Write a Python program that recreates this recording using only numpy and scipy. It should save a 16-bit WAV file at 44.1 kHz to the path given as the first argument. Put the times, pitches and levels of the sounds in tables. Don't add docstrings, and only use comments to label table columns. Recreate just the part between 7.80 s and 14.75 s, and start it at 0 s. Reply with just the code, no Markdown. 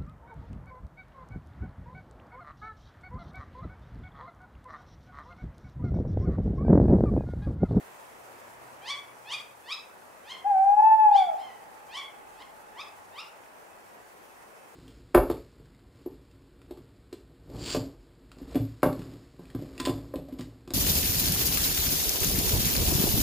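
import sys
import numpy as np
from scipy import signal
from scipy.io import wavfile
from scipy.ndimage import uniform_filter1d

SR = 44100
rng = np.random.default_rng(int(sys.argv[2]) if len(sys.argv) > 2 else 0)


def wav_out(sig):
    wavfile.write(sys.argv[1], SR, np.round(np.clip(np.atleast_2d(sig).T, -1, 1) * 32767).astype(np.int16))


def level_to_linear(level):
    exponent = np.asarray(level, float) / 20
    return 10 ** exponent


N = 306495

# frequency_hz, t60_s
FAR_DECAY = [(900, 9.0), (1500, 3.0), (4000, 1.2), (10000, .5)]


def read(points, hz):
    f, value = np.transpose(points)
    return np.interp(np.log(hz + 1), np.log(f + 1), value)


def evened(x):
    return x / np.sqrt(np.mean(abs(x) ** 2) + 1e-20)


def add(mix, start, sound):
    mix[..., start:start + sound.shape[-1]] += sound


def wander(size, width_hz):
    r = np.exp(-np.pi * width_hz / SR)
    z = rng.standard_normal(size) + 1j * rng.standard_normal(size)
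    once = signal.lfilter([1 - r], [1, -r], z)
    return evened(signal.lfilter([1 - r], [1, -r], once))


def echoes(x, decays, seconds, onset, shared, lumpy_db=0):
    common, left, right = rng.standard_normal((3, round(seconds * SR)))
    taps = shared * common + np.sqrt(1 - min(shared, 1) ** 2) * np.array([left, right])
    hz, t, z = signal.stft(taps, SR, nperseg=256)
    decay_db = -60 * t / read(decays, hz)[:, None]
    tail = signal.istft(z * level_to_linear(decay_db), SR, nperseg=256)[1]
    tail *= np.clip(np.arange(tail.shape[1]) / SR / onset, 0, 1)
    if lumpy_db:
        tail *= level_to_linear(lumpy_db * wander(tail.shape[1], 90).real)
    return signal.fftconvolve(x[None], tail / np.linalg.norm(tail[0]), axes=1)[:, :N]


def night():
    # frequency_hz, density_db
    floor = [(15, -56.5), (25, -8), (49, -19.5), (79, -11), (116, -7), (152, -11.5), (227, -4.5), (274, -7),
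             (378, -2), (684, 1.5), (919, 1.5), (1900, -6.5), (3930, -20.5), (9050, -19.5), (15500, -23)]
    # frequency_hz, correlation
    likeness = [(60, -.15), (130, -.1), (290, .3), (640, .2), (1400, -.25), (3100, .1), (6800, .25),
                (11000, .05), (15000, .05)]
    # frequency_hz, difference_db
    balance = [(60, 1), (180, 1.1), (550, 4), (1650, -3), (4970, 0.7), (15000, -1.2)]
    traffic_db, traffic_db_per_s = -57.5, -0.4026
    hiss_db, hiss_db_per_s = -2, 0.38
    hiss_early_db, hiss_settle_s = 3.5, 1.5
    lull_s, lull_width_s, lull_depth_db = 1.9, 0.5, -3

    count, hz = N // 256 + 5, np.fft.rfftfreq(1024, 1 / SR)
    a, b, c, d, patches = rng.standard_normal((count, 513, 5)).T
    patches = evened(uniform_filter1d(uniform_filter1d(patches, 12, 0), 16, 1))
    flicker_db = evened(uniform_filter1d(rng.standard_normal(count), 4))
    t = np.arange(count) * 256 / SR
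    high = (1 / (1 + (4000 / (hz + 1)) ** 4))[:, None]
    lull_db = lull_depth_db * np.exp(-((t - lull_s) / lull_width_s) ** 2)
    early_db = hiss_early_db * np.exp(-t / hiss_settle_s)
    hiss_level_db = hiss_db + hiss_db_per_s * t + early_db + flicker_db
    level_db = traffic_db + traffic_db_per_s * t + (1 - high) * lull_db + high * hiss_level_db

    same = np.clip(read(likeness, hz), -1, 1)[:, None]
    left = a + 1j * b
    right = same * left + np.sqrt(1 - same ** 2) * (c + 1j * d)
    half_db = read(balance, hz)[:, None] / 2
    sides_db = np.array([half_db, -half_db])
    gain_db = read(floor, hz)[:, None] + sides_db + level_db + 0.8 * patches - 5
    z = np.array([left, right]) * level_to_linear(gain_db)
    return signal.istft(z, nperseg=1024, noverlap=768)[1][:, :N]


def tones():
    # frequency_hz, level_db, bandwidth_hz
    hum = [(52, -76, 3.8), (93, -74, 2.5), (2590, -69.5, 10), (8930, -73, 51)]
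    # start_s, length_s, pitch_hz, level_db
    drone = [
        (0.247, .5, 122.3, -71),
        (.72, 0.33, 126.5, -66),
        (1.143, 0.67, 125.9, -71),
    ]
    t = np.arange(N) / SR
    mix = np.zeros((2, N))
    for hz, db, width_hz in hum:
        for side in range(2):
            drift = np.repeat(wander(N // 16 + 1, width_hz * 16), 16)[:N]
            mix[side] += level_to_linear(db) * (drift * np.exp(2j * np.pi * hz * t)).real
    for start_s, length_s, hz, db in drone:
        swell = np.sin(np.pi * np.clip((t - start_s) / length_s, 0, 1)) ** 0.36
        mix += level_to_linear(db + np.array([[4.0], [1.5]])) * swell * np.sin(2 * np.pi * hz * t)
    return mix


def ticks():
    # start_s, level_db, pitch_hz
    clicks = [
        (.602, -54, 12000),
        (.958, -56, 13400),
        (4.622, -36, 3500),
        (5.637, -44, 2460),
        (5.663, -43, 2005),
    ]
    out, t = np.zeros(N), np.arange(200) / SR
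    for start_s, db, hz in clicks:
        ring = np.sin(2 * np.pi * hz * t) * np.exp(-t * hz / 1.64)
        add(out, round(start_s * SR), level_to_linear(db) * ring)
    return out


def shriek(top_s, top_hz, effort_db, hold, away_db, rough, fading):
    folds = [-7, -1, -1.5, -4]
    # frequency_hz, level_db
    beak = [(800, 0), (1150, -1.5), (1500, -12), (2350, -2.5), (2850, -2.5), (3400, 2), (4200, -6.5),
            (5200, -0.2)]
    # frequency_hz, level_db
    throat = [(3000, -5), (4700, -3.5), (6000, -14), (8000, -20.5), (11000, -25.5), (14000, -48.5)]
    lead_s, sweep_s, creep_hz_per_s, bend = 0.092, 0.065, 1800, 1.5
    knee_hz = 900 + 0.5 * (top_hz - 1100)
    sag, sag_s, sag_bend = 0.14, 0.044, 1.3
    swell_db_per_s, late_db_per_s = 170, 53
    full_s, close_db = 0.016, 9.5

    t = np.arange(-lead_s, hold, 1 / SR)
    fade = np.sin(np.pi / 2 * np.clip(np.minimum(t + lead_s, hold - t) / 0.0021, 0, 1)) ** 2
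    held = np.maximum(t, 0) / hold
    sweep = (top_hz - knee_hz) * np.clip(1 + t / sweep_s, 0, 1) ** bend
    rising = knee_hz + creep_hz_per_s * np.minimum(t, 0) + sweep
    sagging = 1 - sag * hold / (hold + sag_s) * held ** sag_bend
    hz = uniform_filter1d(rising * sagging, size=300)
    hz = hz * (1 + .011 * wander(len(t), 45).real + .002 * wander(len(t), 300).real)
    turn = 2 * np.pi * np.cumsum(hz) / SR
    early = np.minimum(t + full_s, 0)
    strain = rough * (.4 + (hz / hz.max()) ** 8)
    stack = 0
    for k in range(1, 14):
        if k <= 4:
            colour_db = folds[k - 1] + read(beak, k * hz)
        else:
            colour_db = read(throat, k * hz) - 4
        swell_db = (swell_db_per_s + late_db_per_s * k) * early
        turned_db = away_db * max(1.5 - k / 2, -.12)
        closing_db = close_db * min(abs(k - 2), 3) * held ** 1.3
        db = effort_db + swell_db + colour_db + turned_db - closing_db
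        slow = fading * np.sqrt(k) * wander(len(t), 69)
        fast = strain * np.sqrt(k) * wander(len(t), 270)
        carrier = np.exp(1j * (k * turn + 2 * np.pi * rng.random()))
        stack = stack + level_to_linear(db) * ((1 + slow + fast) * carrier).real
    return round((top_s - lead_s) * SR), fade * stack


def shrieks():
    # top_s, top_hz, effort_db, hold_s, first_partial_db (as the bird turns away)
    calls = [
        (1.105, 1159, -34.5, 0.031, -0.3),
        (1.54, 1225, -33, 0.013, -1.5),
        (1.929, 1312, -36, 0.007, 0),
        (2.516, 1090, -43.5, 0.048, 2),
        (3.379, 1188, -41, 0.052, -1),
        (3.619, 1071, -54.5, .11, 6.5),
        (4.172, 1145, -39, 0.053, 2.3),
        (4.622, 1081, -53.5, 0.011, 10.5),
        (5.014, 1294, -45.5, 0.0098, 8.5),
        (5.408, 1383, -44, 0.0055, 8.5),
    ]
    # delay_s, left_db, right_db
    reflections = [(.0016, -9, -10), (.0062, -9, -8), (.013, -11, -12), (.021, -13, -12)]
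    # frequency_hz, t60_s
    tree_decay = [(1000, 0.45), (2500, 0.37), (4000, 0.27), (10000, 0.37)]
    voice, bounces = np.zeros(N), np.zeros((2, SR // 10))
    for call in calls:
        add(voice, *shriek(*call, rough=.26, fading=.2))
    bounces[:, 0] = 1
    for delay_s, *levels_db in reflections:
        bounces[:, round(delay_s * SR)] = level_to_linear(levels_db)
    near = signal.oaconvolve(level_to_linear(0.5) * voice[None], bounces, axes=1)[:, :N]
    trees = echoes(voice, tree_decay, seconds=1, onset=.025, shared=.8, lumpy_db=3)
    far = echoes(voice, FAR_DECAY, seconds=1.7, onset=0.31, shared=0.16)
    return near + trees + level_to_linear(-30.5) * far


def hoot():
    # time_s, pitch_hz, level_db
    glide = [
        (2.636, 738, -23.5),
        (2.68, 845, -21.5),
        (2.765, 754.2, -20.5),
        (2.95, 828.2, -17),
        (3.06, 878.7, -15),
        (3.22, 868.7, -15),
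        (3.38, 792, -17.5),
        (3.45, 733.5, -25.5),
        (3.55, 613, -43.5),
    ]
    # rest_db (against the tone), above_db_per_100hz, below_db_per_100hz, fading_share
    overtones = [(-39, 12.5, 5.7, 0.48), (-49, 15.5, 1.5, 0.42), (-72, 28.5, 5, .5)]
    # time_s, width_s, left_share_lost, right_share_lost
    nulls = [(2.691, 0.011, 0.34, 0.64), (2.718, 0.019, -.3, -0.55), (2.736, 0.0068, 0.6, 0.36),
             (2.84, 0.022, 0.21, 0.072), (2.899, .03, -.2, 0.01), (2.959, 0.014, 0.8, 0.68),
             (3.0, 0.0065, -.3, -0.72), (3.017, 0.0081, 0.87, 0.39), (3.17, 0.023, 0.98, 0.32),
             (3.304, 0.0088, 0.83, 0.27), (3.343, 0.0057, .5, 0.35), (3.359, 0.011, -.9, -.5),
             (3.371, 0.0068, 0.8, 0.35), (3.463, 0.013, 0.72, .7), (3.507, 0.0027, .7, 0.49)]
    # frequency_hz, t60_s
    garden_decay = [(600, 0.78), (1500, 0.88), (4000, 0.94), (10000, 0.48)]
    rest_hz, top_db, lean_db, rise_s = 815, -16, 3, 0.035

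    start_s, path_hz, path_db = np.transpose(glide)
    t = np.arange(start_s[0], start_s[-1], 1 / SR)
    start = round(start_s[0] * SR)
    hz, db = np.interp(t, start_s, path_hz), np.interp(t, start_s, path_db)
    hz = uniform_filter1d(uniform_filter1d(hz, size=900), size=900)
    ends_s = np.minimum(t - start_s[0], start_s[-1] - t)
    fade = np.sin(np.pi / 2 * np.clip(ends_s / 0.0029, 0, 1)) ** 2
    fade = fade * np.sin(np.pi / 2 * np.minimum((t - t[0]) / rise_s, 1)) ** 2
    turn = 2 * np.pi * np.cumsum(hz) / SR

    upper = 0
    for k, (rest_db, up_db, down_db, share) in enumerate(overtones, start=2):
        bright_db = np.maximum(up_db * (hz - rest_hz), down_db * (rest_hz - hz)) / 100
        upper_db = top_db + rest_db + bright_db + share * (db - top_db)
        flutter = abs(1 + 0.28 * wander(len(t), 30))
        upper = upper + level_to_linear(upper_db) * flutter * np.sin(k * turn)

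    tone = level_to_linear(db) * np.sin(turn)
    sides = np.sin(turn + np.array([[-.4], [.4]]))
    sides = sides * level_to_linear([db + lean_db / 2, db - lean_db / 2])
    voice, near, kept = np.zeros(N), np.zeros((2, N)), np.ones((2, N))
    add(voice, start, np.sqrt(2) * fade * (tone + upper))
    add(near, start, np.sqrt(2) * fade * (sides + upper))
    for at_s, width_s, *lost in nulls:
        dip = np.exp(-((t - at_s) / width_s) ** 2)
        add(kept, start, -np.clip(lost, -1, 1)[:, None] * dip)
    garden = level_to_linear(-8.5) * echoes(voice, garden_decay, seconds=1.0, onset=0.0087, shared=0.062, lumpy_db=4.5)
    far = echoes(voice, FAR_DECAY, seconds=4, onset=1.1, shared=.2)
    return kept * (near + garden) + level_to_linear(-45) * far


def scene():
    return night() + tones() + ticks() + shrieks() + hoot()


def low_pass(x):
    return signal.sosfilt(signal.butter(12, 15920, fs=SR, output="sos"), x)


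def record(dry):
    lowpass = signal.firwin(511, 15755, window=("kaiser", 9), fs=SR)
    limited = signal.oaconvolve(dry, lowpass[None], "same")
    return low_pass(limited)


dry = scene()
out = record(dry)
wav_out(out)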